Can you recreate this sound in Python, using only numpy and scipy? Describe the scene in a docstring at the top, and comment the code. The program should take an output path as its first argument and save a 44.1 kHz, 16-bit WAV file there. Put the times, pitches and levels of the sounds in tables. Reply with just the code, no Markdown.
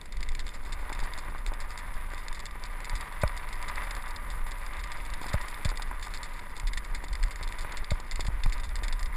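"""A low rumble, crunching snow and rattling run together from the start.
A studded bike tyre rolls over crusted snow and ice, heard inside a closed camera case worn on the body.
The rumble of wind and sway is slow shaped noise; the crunch and a bright hiss are random clicks passed
through resonances. A loose part chatters on the case as bursts of noise that make it ring, and knocks
add thumps and fading tones.
"""
import sys
import numpy as np
from scipy import signal
from scipy.fft import rfft, irfft
from scipy.io import wavfile
from scipy.ndimage import uniform_filter1d

SR = 44100
rng = np.random.default_rng(int(sys.argv[2]) if len(sys.argv) > 2 else 0)


def digitize_waveform(pressure):
    """Quantize a signal to 16-bit integers and store it at the path in sys.argv[1].

    Rows of a 2-D input are taken as channels; values are limited to [-1, 1].
    """
    field = np.atleast_2d(pressure).T
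    bounded = np.clip(field, -1, 1)
    quanta = np.round(bounded * 32767).astype(np.int16)
    wavfile.write(sys.argv[1], SR, quanta)


N = 403956

# Table levels set the balance inside a layer; the functions add further trims in dB.


def amp(db):
    """Turns decibels into a plain multiplier."""
    return 10 ** (np.asarray(db) / 20)


def evened(x):
    """Scales x to an average strength (rms) of 1."""
    return x / np.sqrt(np.mean(x ** 2) + 1e-20)


def columns(rows):
    """Joins the points of each curve by straight lines, one value a sample."""
    times, *curves = np.transpose(rows)
    return [np.interp(np.arange(N) / SR, times, values) for values in curves]


def add(mix, start_s, sound):
    """Adds a short sound into mix at a given time, cut off at the end."""
    part = mix[round(start_s * SR):][:len(sound)]
    part += sound[:len(part)]


def ring(x, modes, steep, size=4096):
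    """Makes x ring like a body with several resonances; a larger steep narrows each peak."""
    hz = abs(np.fft.fftfreq(size, 1 / SR))
    power = sum(amp(2 * db) / (1 + (2 * (hz - f) / width) ** 2) ** steep for f, width, db in modes)
    log_gain = np.log(power + 1e-10) / 2
    # this phase makes the ringing start with the blow, never before it
    phase = -signal.hilbert(log_gain).imag
    response = np.fft.ifft(np.exp(log_gain + 1j * phase)).real[:size // 2]
    return signal.oaconvolve(x, response / np.linalg.norm(response))[:N]


def coloured(points, x):
    """Gives x a smooth balance of low and high sound, at rms 1."""
    f, db = np.transpose(points)
    hz = np.fft.rfftfreq(N, 1 / SR)
    gain_db = np.interp(np.log(hz + 1), np.log(f + 1), db)
    return evened(irfft(rfft(x) * amp(gain_db), N))


def random_clicks(per_s):
    """Marks random moments, per_s of them a second on average."""
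    return rng.random(N) < per_s / SR


def grit(per_s, spread_db):
    """Makes dense random clicks, a few of them large."""
    size = amp(spread_db * np.minimum(rng.exponential(1, N), 5)) * rng.standard_normal(N)
    return evened(size * random_clicks(per_s))


def flicker(hz, depth_db):
    """A gain that wanders at random, mostly slower than hz, by depth_db rms."""
    wander = signal.lfilter([1], [1, -np.exp(-2 * np.pi * hz / SR)], rng.standard_normal(N))
    return amp(depth_db * evened(wander))


# strength of the rumble: (time [s], level [dB])
RUMBLE_STRENGTH = [(0.0, -46.5), (.15, -30), (.8, -33.5), (1.8, -35.5), (2.8, -35), (3.12, -38.5),
                   (3.3, -34), (4.2, -34), (4.9, -35), (5.3, -34), (5.6, -36.5), (5.9, -32.5), (6.4, -38),
                   (6.9, -33.5), (8.0, -36), (8.2, -30.5), (9.16, -28.5)]
# tone balance of the slow swings: (frequency [Hz], level [dB per Hz])
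RUMBLE_TONE = [(5, -24), (9, -2), (21, 2.5), (33, 0), (47, -10), (65, -18.5), (90, -26.5), (130, -55),
               (300, -90)]
# low thuds as bumps shake the camera: (time of the peak [s], level [dB])
LURCHES = [(.3, -25), (1.02, -26), (1.5, -25.5), (1.63, -31), (1.96, -29), (2.32, -28.5), (2.94, -25),
           (3.26, -26.5), (4.44, -28), (5.14, -29), (5.38, -27.5), (5.685, -23.5), (6.67, -23.5),
           (6.76, -26.5), (7.14, -25), (7.24, -22), (7.47, -29.5), (7.6, -31), (7.8, -28.5), (7.93, -24),
           (8.17, -22.5), (8.34, -24.5), (8.47, -20), (8.93, -27), (9.03, -23)]
# tone balance of the steady wind: (frequency [Hz], level [dB per Hz])
AIR_TONE = [(30, -26), (60, 1), (100, -5.5), (150, -6.5), (220, -10.5), (350, -15.5), (500, -15),
            (900, -40.5)]
AIR_DB = -53
LURCH_S = 0.022  # half width of a low thud


def rumble():
    """Sway and gusts make slow pressure swings, bumps add low thuds, and steady air rushes underneath."""
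    swings = coloured(RUMBLE_TONE, rng.standard_normal(N))
    # make one swing much like the next
    nearby_size = uniform_filter1d(abs(signal.hilbert(swings)), size=1500)
    swings = evened(swings / (0.85 + nearby_size))
    # keep only the slow swings
    swings = signal.sosfilt(signal.butter(2, 75, fs=SR, output="sos"), swings)

    t = np.arange(N) / SR
    steady_level = amp(columns(RUMBLE_STRENGTH)[0]) * flicker(5.8, 1.45)
    lurch_power = sum(amp(2 * db) * np.exp(-((t - s) / LURCH_S) ** 2) for s, db in LURCHES)
    level = np.sqrt(steady_level ** 2 + lurch_power)
    air = coloured(AIR_TONE, rng.standard_normal(N) * flicker(10.8, 1.36))
    return level * swings + amp(AIR_DB) * air


# the ride: (time [s], crunch level [dB], brightness [dB], coarse lumps level [dB])
RIDE_CURVES = [(0.0, -58.5, 3.5, -62.5), (0.35, -57.5, 5, -62), (0.71, -52, -0.5, -54.5),
               (1.07, -48, 1.5, -55.5), (1.45, -52, -2, -57), (1.99, -48, -0.5, -63),
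               (2.47, -52.5, 0.5, -62), (3.01, -46.5, 1, -61), (3.44, -47.5, -0.5, -62), (3.8, -44, 1, -62),
               (4.13, -47, -2.5, -63.5), (5.1, -48.5, 2, -62), (5.55, -45, 2, -54),
               (5.81, -49.5, -0.5, -61.5), (7.12, -52.5, -0.5, -61), (7.73, -48.5, 3, -55),
               (7.88, -52, 1, -59), (8.19, -53, 2, -57), (8.6, -51, 0, -65), (9.16, -50, -3, -68)]
# resonances of the crunch: (frequency [Hz], width [Hz], level [dB])
CRUNCH_TONES = [(396.4, 440, -21.5), (583, 70, -6), (757, 78, -9), (988, 129, 2), (1195.5, 78, 2),
                (1505, 390, -6.5), (1979, 482, -2.5), (2341, 110, -31), (3580, 440, -19.5),
                (4734, 370, -29.5)]
# tone balance of the bright hiss, also of the short tick: (frequency [Hz], width [Hz], level [dB])
HISS_TONES = [(7200, 397, -14.5), (8330, 710, -11.5), (9990, 790, -1), (10890, 370, -3.5),
              (12380, 100, -18), (13100, 400, -4.5), (13680, 374, -5.5)]
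# dull tone of crust lumps breaking: (frequency [Hz], width [Hz], level [dB])
LUMP_TONES = [(330, 340, -2.5), (900, 540, -0.5), (1380, 490, -5)]
# the largest lumps of crust breaking: (time [s], peak level [dB])
LARGEST_LUMPS = [(0.693, -48), (0.898, -42), (1.025, -43), (1.282, -43), (1.517, -44), (2.133, -43),
                 (2.554, -43), (5.213, -37), (5.239, -44), (5.259, -38), (5.299, -43), (5.401, -47),
                 (5.439, -48), (5.714, -41), (5.912, -43), (7.037, -39.5), (7.409, -43), (7.645, -43),
                 (7.997, -45), (8.192, -35.5), (8.251, -48), (8.821, -41.5)]
LUMP_BLOW_DB = 26.5  # a lump starts as one short blow; its dull tone peaks this much lower
LUMP_DELAY_S, LUMP_BLOW_S = 0.00249, 0.00081  # delay from the listed time to the blow; its length
HISS_UNDER_CRUNCH_DB = -10.5


def tyre():
    """Crust breaks in grains and coarse lumps under the tyre; a bright hiss above 7 kHz follows the crunch."""
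    crunch_db, bright_db, lumps_db = columns(RIDE_CURVES)
    grains = grit(4000, 1.5) * flicker(11, 1.54)
    body = ring(grains, CRUNCH_TONES, steep=1.394)
    upper = signal.sosfilt(signal.butter(2, 1650, "high", fs=SR, output="sos"), body)
    crunch = amp(crunch_db + 4.0) * (body + (amp(bright_db) - 1) * upper)

    breaks = amp(lumps_db + 2.0) * grit(150, 2.6)
    blow = np.hanning(round(LUMP_BLOW_S * SR))
    for s, db in LARGEST_LUMPS:
        add(breaks, s + LUMP_DELAY_S, -amp(db + LUMP_BLOW_DB) * blow / blow.sum())
    lumps = ring(breaks, LUMP_TONES, steep=1.82)

    hiss_clicks = grit(12000, 1.4) * flicker(16, 1.65)
    hiss = amp(crunch_db + HISS_UNDER_CRUNCH_DB) * ring(hiss_clicks, HISS_TONES, steep=2.1)
    return crunch + lumps + hiss


# clear taps of the loose part, rebounds included: (time [s], level [dB], time to fall 10 dB [ms])
TAPS = [(.014, -39, 1), (.0571, -41.5, 5), (0.123, -41.5, 8), (.169, -44, 4.5), (.206, -40, 4),
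        (.229, -35.5, 7), (0.2885, -35.5, 4.5), (.3193, -47, 5), (.3507, -35, 4.5), (.3933, -36.5, 6.5),
        (.4016, -39, 9), (.4664, -42.5, 10), (0.48, -40, 3), (.4906, -38.5, 4), (.5385, -45, 26),
        (.65, -48.5, 33), (0.723, -37, 17), (.8945, -45, 5), (.9275, -35, 8.5), (.9498, -45, 5),
        (0.9918, -37, 1.5), (1.0013, -39.5, 9), (1.036, -39.5, 9), (1.0496, -46, 12), (1.1361, -38, 2.5),
        (1.1773, -36.5, 3), (1.1855, -40, 14), (1.381, -50, 15), (1.4638, -32.5, 2.5), (1.4727, -44, 18),
        (1.536, -41, 7), (1.6032, -38, 4), (1.609, -42, 14), (1.706, -38.5, 2.5), (1.7142, -46, 19),
        (1.776, -37, 5.5), (1.787, -44, 19), (1.94, -42, 2), (2.103, -46, 2), (2.1356, -48, 4),
        (2.146, -45, 3), (2.179, -40.5, 6), (2.283, -38, 4), (2.328, -35, 0.5), (2.3467, -40.5, 16),
        (2.3935, -39.5, 2), (2.401, -40.5, 8), (2.4558, -34, 3.5), (2.464, -40, 7), (2.5104, -46, 5),
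        (2.638, -35, 1.5), (2.653, -41, 12), (2.8041, -38.5, 2.5), (2.845, -36.5, 6), (2.854, -37.5, 4),
        (2.896, -34.5, 5), (2.9537, -36.5, 16), (2.9762, -47, 7), (3.0087, -36, 7), (3.2154, -38, 17),
        (3.277, -34, 3), (3.3669, -44, 3), (3.3747, -36, 5.5), (3.489, -39, 2), (3.528, -39.5, 11),
        (3.5554, -47, 2.5), (3.6266, -34.5, 4), (3.6824, -38.5, 17), (3.757, -38, 5), (3.8348, -47, 18),
        (3.909, -38, 9), (3.9506, -36, 1), (3.966, -42, 4), (4.0224, -45, 4), (4.0588, -46, 5),
        (4.0802, -45.5, 13), (4.1074, -39.5, 6.5), (4.162, -39.5, 9), (4.3024, -36, 2), (4.3117, -45.5, 15),
        (4.4665, -45, 6), (4.51, -41, 4), (4.5172, -39.5, 7.5), (4.5846, -47, 1), (4.6635, -40, 5),
        (4.7356, -45, 2), (4.7689, -45, 3), (4.7931, -44, 19), (4.8384, -38.5, 8), (4.9178, -36.5, 12),
        (5.051, -47, 10), (5.064, -43, 2), (5.1019, -41, 2), (5.1366, -35.5, 7.5), (5.2146, -42, 11),
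        (5.2301, -41, 7), (5.2426, -45, 12), (5.266, -39, 7), (5.284, -38.5, 20), (5.3325, -36.5, 13),
        (5.4124, -40.5, 9), (5.4825, -36.5, 7), (5.5005, -41, .6), (5.511, -48, 12), (5.5429, -41, 4),
        (5.6483, -30.5, 15), (5.6907, -34, 3), (5.6995, -40.5, 14.5), (5.7569, -44, 9), (5.773, -36.5, 5.5),
        (5.8213, -36, 10), (5.996, -45, 3), (6.0126, -45, 5), (6.025, -37.5, 19), (6.0483, -43, 13),
        (6.0642, -46, 11), (6.0817, -43, 3), (6.138, -35.5, 3.5), (6.1453, -40.5, 27), (6.174, -40, 2),
        (6.2313, -36, 5), (6.2398, -41, 22), (6.393, -44, 6), (6.566, -36.5, 2), (6.576, -39, 7),
        (6.5984, -34, 4), (6.6707, -35.5, 17), (6.7338, -33, 7), (6.7737, -33, 12), (6.8486, -42.5, 4),
        (6.9468, -38, 18), (7.0408, -38.5, 10), (7.0836, -42, 5), (7.1293, -37, 9), (7.1531, -34.5, 3.5),
        (7.229, -34.5, 4), (7.2363, -34, 5), (7.282, -46, 6.5), (7.3086, -39.5, 17), (7.3584, -37, 4.5),
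        (7.4276, -37, 17.5), (7.476, -37, 4), (7.489, -43, 5), (7.5239, -35.5, 2.5), (7.5854, -39, 12),
        (7.6087, -36, 1.5), (7.616, -44, 24), (7.7217, -38, 7), (7.7712, -33.5, 3.5), (7.7772, -39, 13),
        (7.8442, -39, 5.5), (7.9058, -33.5, 14), (8.0011, -39.5, 6), (8.1122, -32, 1.5),
        (8.1188, -38.5, 13), (8.158, -33, 4.5), (8.1974, -40, 3.5), (8.206, -33.5, 10), (8.2484, -41, 8),
        (8.2668, -37.5, 13), (8.436, -34, 9), (8.4608, -47, 3), (8.4974, -39, 2.5), (8.5235, -36, 18),
        (8.5801, -42, 4), (8.5985, -43, 10), (8.6343, -41, 27.5), (8.692, -40, 2), (8.7562, -30, 3),
        (8.763, -41, 7), (8.789, -44, 4), (8.8334, -35, 17), (8.882, -33, 6), (8.926, -35.5, 12),
        (8.9934, -38.5, 6), (9.0075, -45, 7), (9.0295, -32.5, 2), (9.0584, -40, 10)]
# what the case rings with when tapped: (frequency [Hz], width [Hz], level [dB])
CASE_TONES = [(1040, 320, -10.5), (2017, 500, 3), (3596, 272, 1), (4337, 800, -5), (4912, 460, -3),
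              (7070, 580, -6), (7600, 590, -10), (8370, 480, -8), (9920, 470, -10.5), (11000, 350, -24),
              (13330, 590, -24)]
# faint runs of bounces at random moments; the fall is the time to drop 10 dB
FAINT_PER_S, FAINT_DB, FAINT_SPREAD_DB, FAINT_FALL_MS = 8.1, -53.5, 2, 26


def chatter():
    """A loose part strikes the case, bounces unevenly and rattles on; each contact makes the case ring."""
    t_ms = np.arange(3000) / SR * 1000
    # these signals hold power, so their levels in dB are doubled inside amp
    strikes, runs = np.zeros(N), np.zeros(N)
    for s, db, fall_ms in TAPS:
        strike = amp(2 * (db + 5.0 - 8.2 * t_ms)) * np.minimum(t_ms / 0.22, 1)
        run = amp(2 * db - 2 * 10 * (t_ms / fall_ms) ** 1.76)
        after_rattle = amp(2 * (db - 14.0 - 0.73 * t_ms))
        add(strikes, s, strike)
        add(runs, s, run + after_rattle)

    faint_power = amp(2 * (FAINT_DB + FAINT_SPREAD_DB * rng.standard_normal(N)))
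    faint = faint_power * random_clicks(FAINT_PER_S)
    runs = runs + signal.oaconvolve(faint, amp(-2 * 10 * t_ms / FAINT_FALL_MS))[:N]
    bounces = 0.36 + signal.oaconvolve(1. * random_clicks(450), amp(-2 * 5.4 * t_ms))[:N]

    # small taps at random moments all along
    small = amp(2 * (-60.5 + 2.5 * rng.exponential(1, N))) * random_clicks(120)
    small_taps = signal.oaconvolve(small, amp(-2 * 2.16 * t_ms))[:N]

    power = strikes + 1.095 * runs * bounces + small_taps
    contacts = np.sqrt(abs(power)) * rng.choice([-1., 1.], N)  # noise of random sign
    return amp(-0.47) * ring(contacts, CASE_TONES, steep=1.44)


# knocks: hard jolts, and the ringing of the largest breaking lumps:
# (time [s], ring level [dB], thump level [dB], hollow note level [dB])
KNOCK_LIST = [(0.899, -26.5, -50, -49), (0.947, -35, -51, -49), (1.029, -33, -43, -54),
              (1.282, -31, -46, -48), (1.518, -27.5, -51, -49), (2.134, -34, -57, -51),
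              (2.555, -34, -56, -61), (2.928, -30, -42, -56), (3.234, -14, -25, -25.5),
              (4.465, -31, -53, -53), (5.213, -32, -52, -52), (5.241, -31, -54, -54),
              (5.259, -30, -53, -49), (5.34, -20.5, -26, -28.5), (5.653, -29, -27, -36),
              (5.715, -27, -49, -49), (5.796, -27, -53, -48), (5.912, -25, -60, -54.5),
              (6.069, -29, -56, -57), (6.631, -40, -45, -58.5), (7.41, -32, -45, -52),
              (7.646, -27.5, -45, -46.5), (7.916, -29, -27.5, -36), (8.193, -36, -41, -53),
              (8.252, -35, -48, -52), (8.282, -33, -32.5, -54), (8.459, -24.5, -32, -43)]
# what a knock rings with, hollow note first: (frequency [Hz], level [dB], time to fall 60 dB [s])
SHELL_TONES = [(599, 0, 0.032), (880, -2, 0.019), (1002, -3.5, 0.021), (1206, -7.5, 0.027),
               (1474, -7, 0.02), (2005, -8, 0.016), (2320, -11.5, 0.018)]
SWING_S = 0.0038  # first swing of the thump


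def knocks():
    """A thump sinks in pitch, like a bending wave in a plate; the shell rings, with a short bright tick."""
    t = np.arange(4000) / SR
    swing = t / SWING_S
    shell, thumps, ticks = np.zeros(N), np.zeros(N), np.zeros(N)
    chance = rng.random((len(KNOCK_LIST), len(SHELL_TONES)))  # each knock excites the tones differently
    for (s, ring_db, thump_db, hollow_db), row in zip(KNOCK_LIST, chance):
        thump_fade = amp(-4.2 * swing) + 0.176 * amp(-220 * t)
        add(thumps, s, -amp(thump_db + 9.5) * np.sin(np.pi * swing ** 0.718) * thump_fade)

        tones = []
        for (hz, db, fall_s), luck in zip(SHELL_TONES, row):
            fade = amp(db + 7.1 * (luck - 0.5) - 60 * t / fall_s)
            tones.append(-fade * np.sin(2 * np.pi * hz * t))
        hollow = amp(hollow_db + 10.0) * tones[0]
        upper = amp(ring_db + 1.5) * sum(tones[1:])
        add(shell, s, (hollow + upper) * np.minimum(t / 0.0017, 1))
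        add(ticks, s, amp(ring_db - 22.5 - 1500 * t))

    # clothing cushions the thump
    soft_thumps = signal.sosfilt(signal.butter(4, 215, fs=SR, output="sos"), thumps)
    return shell + soft_thumps + ring(ticks * rng.standard_normal(N), HISS_TONES, steep=0.94)


def scene():
    """Adds the four layers into one channel."""
    return (rumble() + tyre() + chatter() + knocks())[None]


def record(dry):
    """The microphone port weakens a band near 6 kHz; then the highest treble is cut off."""
    b, a = signal.iirnotch(6000, 7.5, SR)
    ported = 0.54 * dry + 0.44 * signal.lfilter(b, a, dry)
    treble_cut = signal.firwin(511, 13950, window=("kaiser", 9), fs=SR)  # cutoff in Hz
    return signal.oaconvolve(ported, treble_cut[None], "same")


dry = scene()
out = record(dry)
digitize_waveform(out)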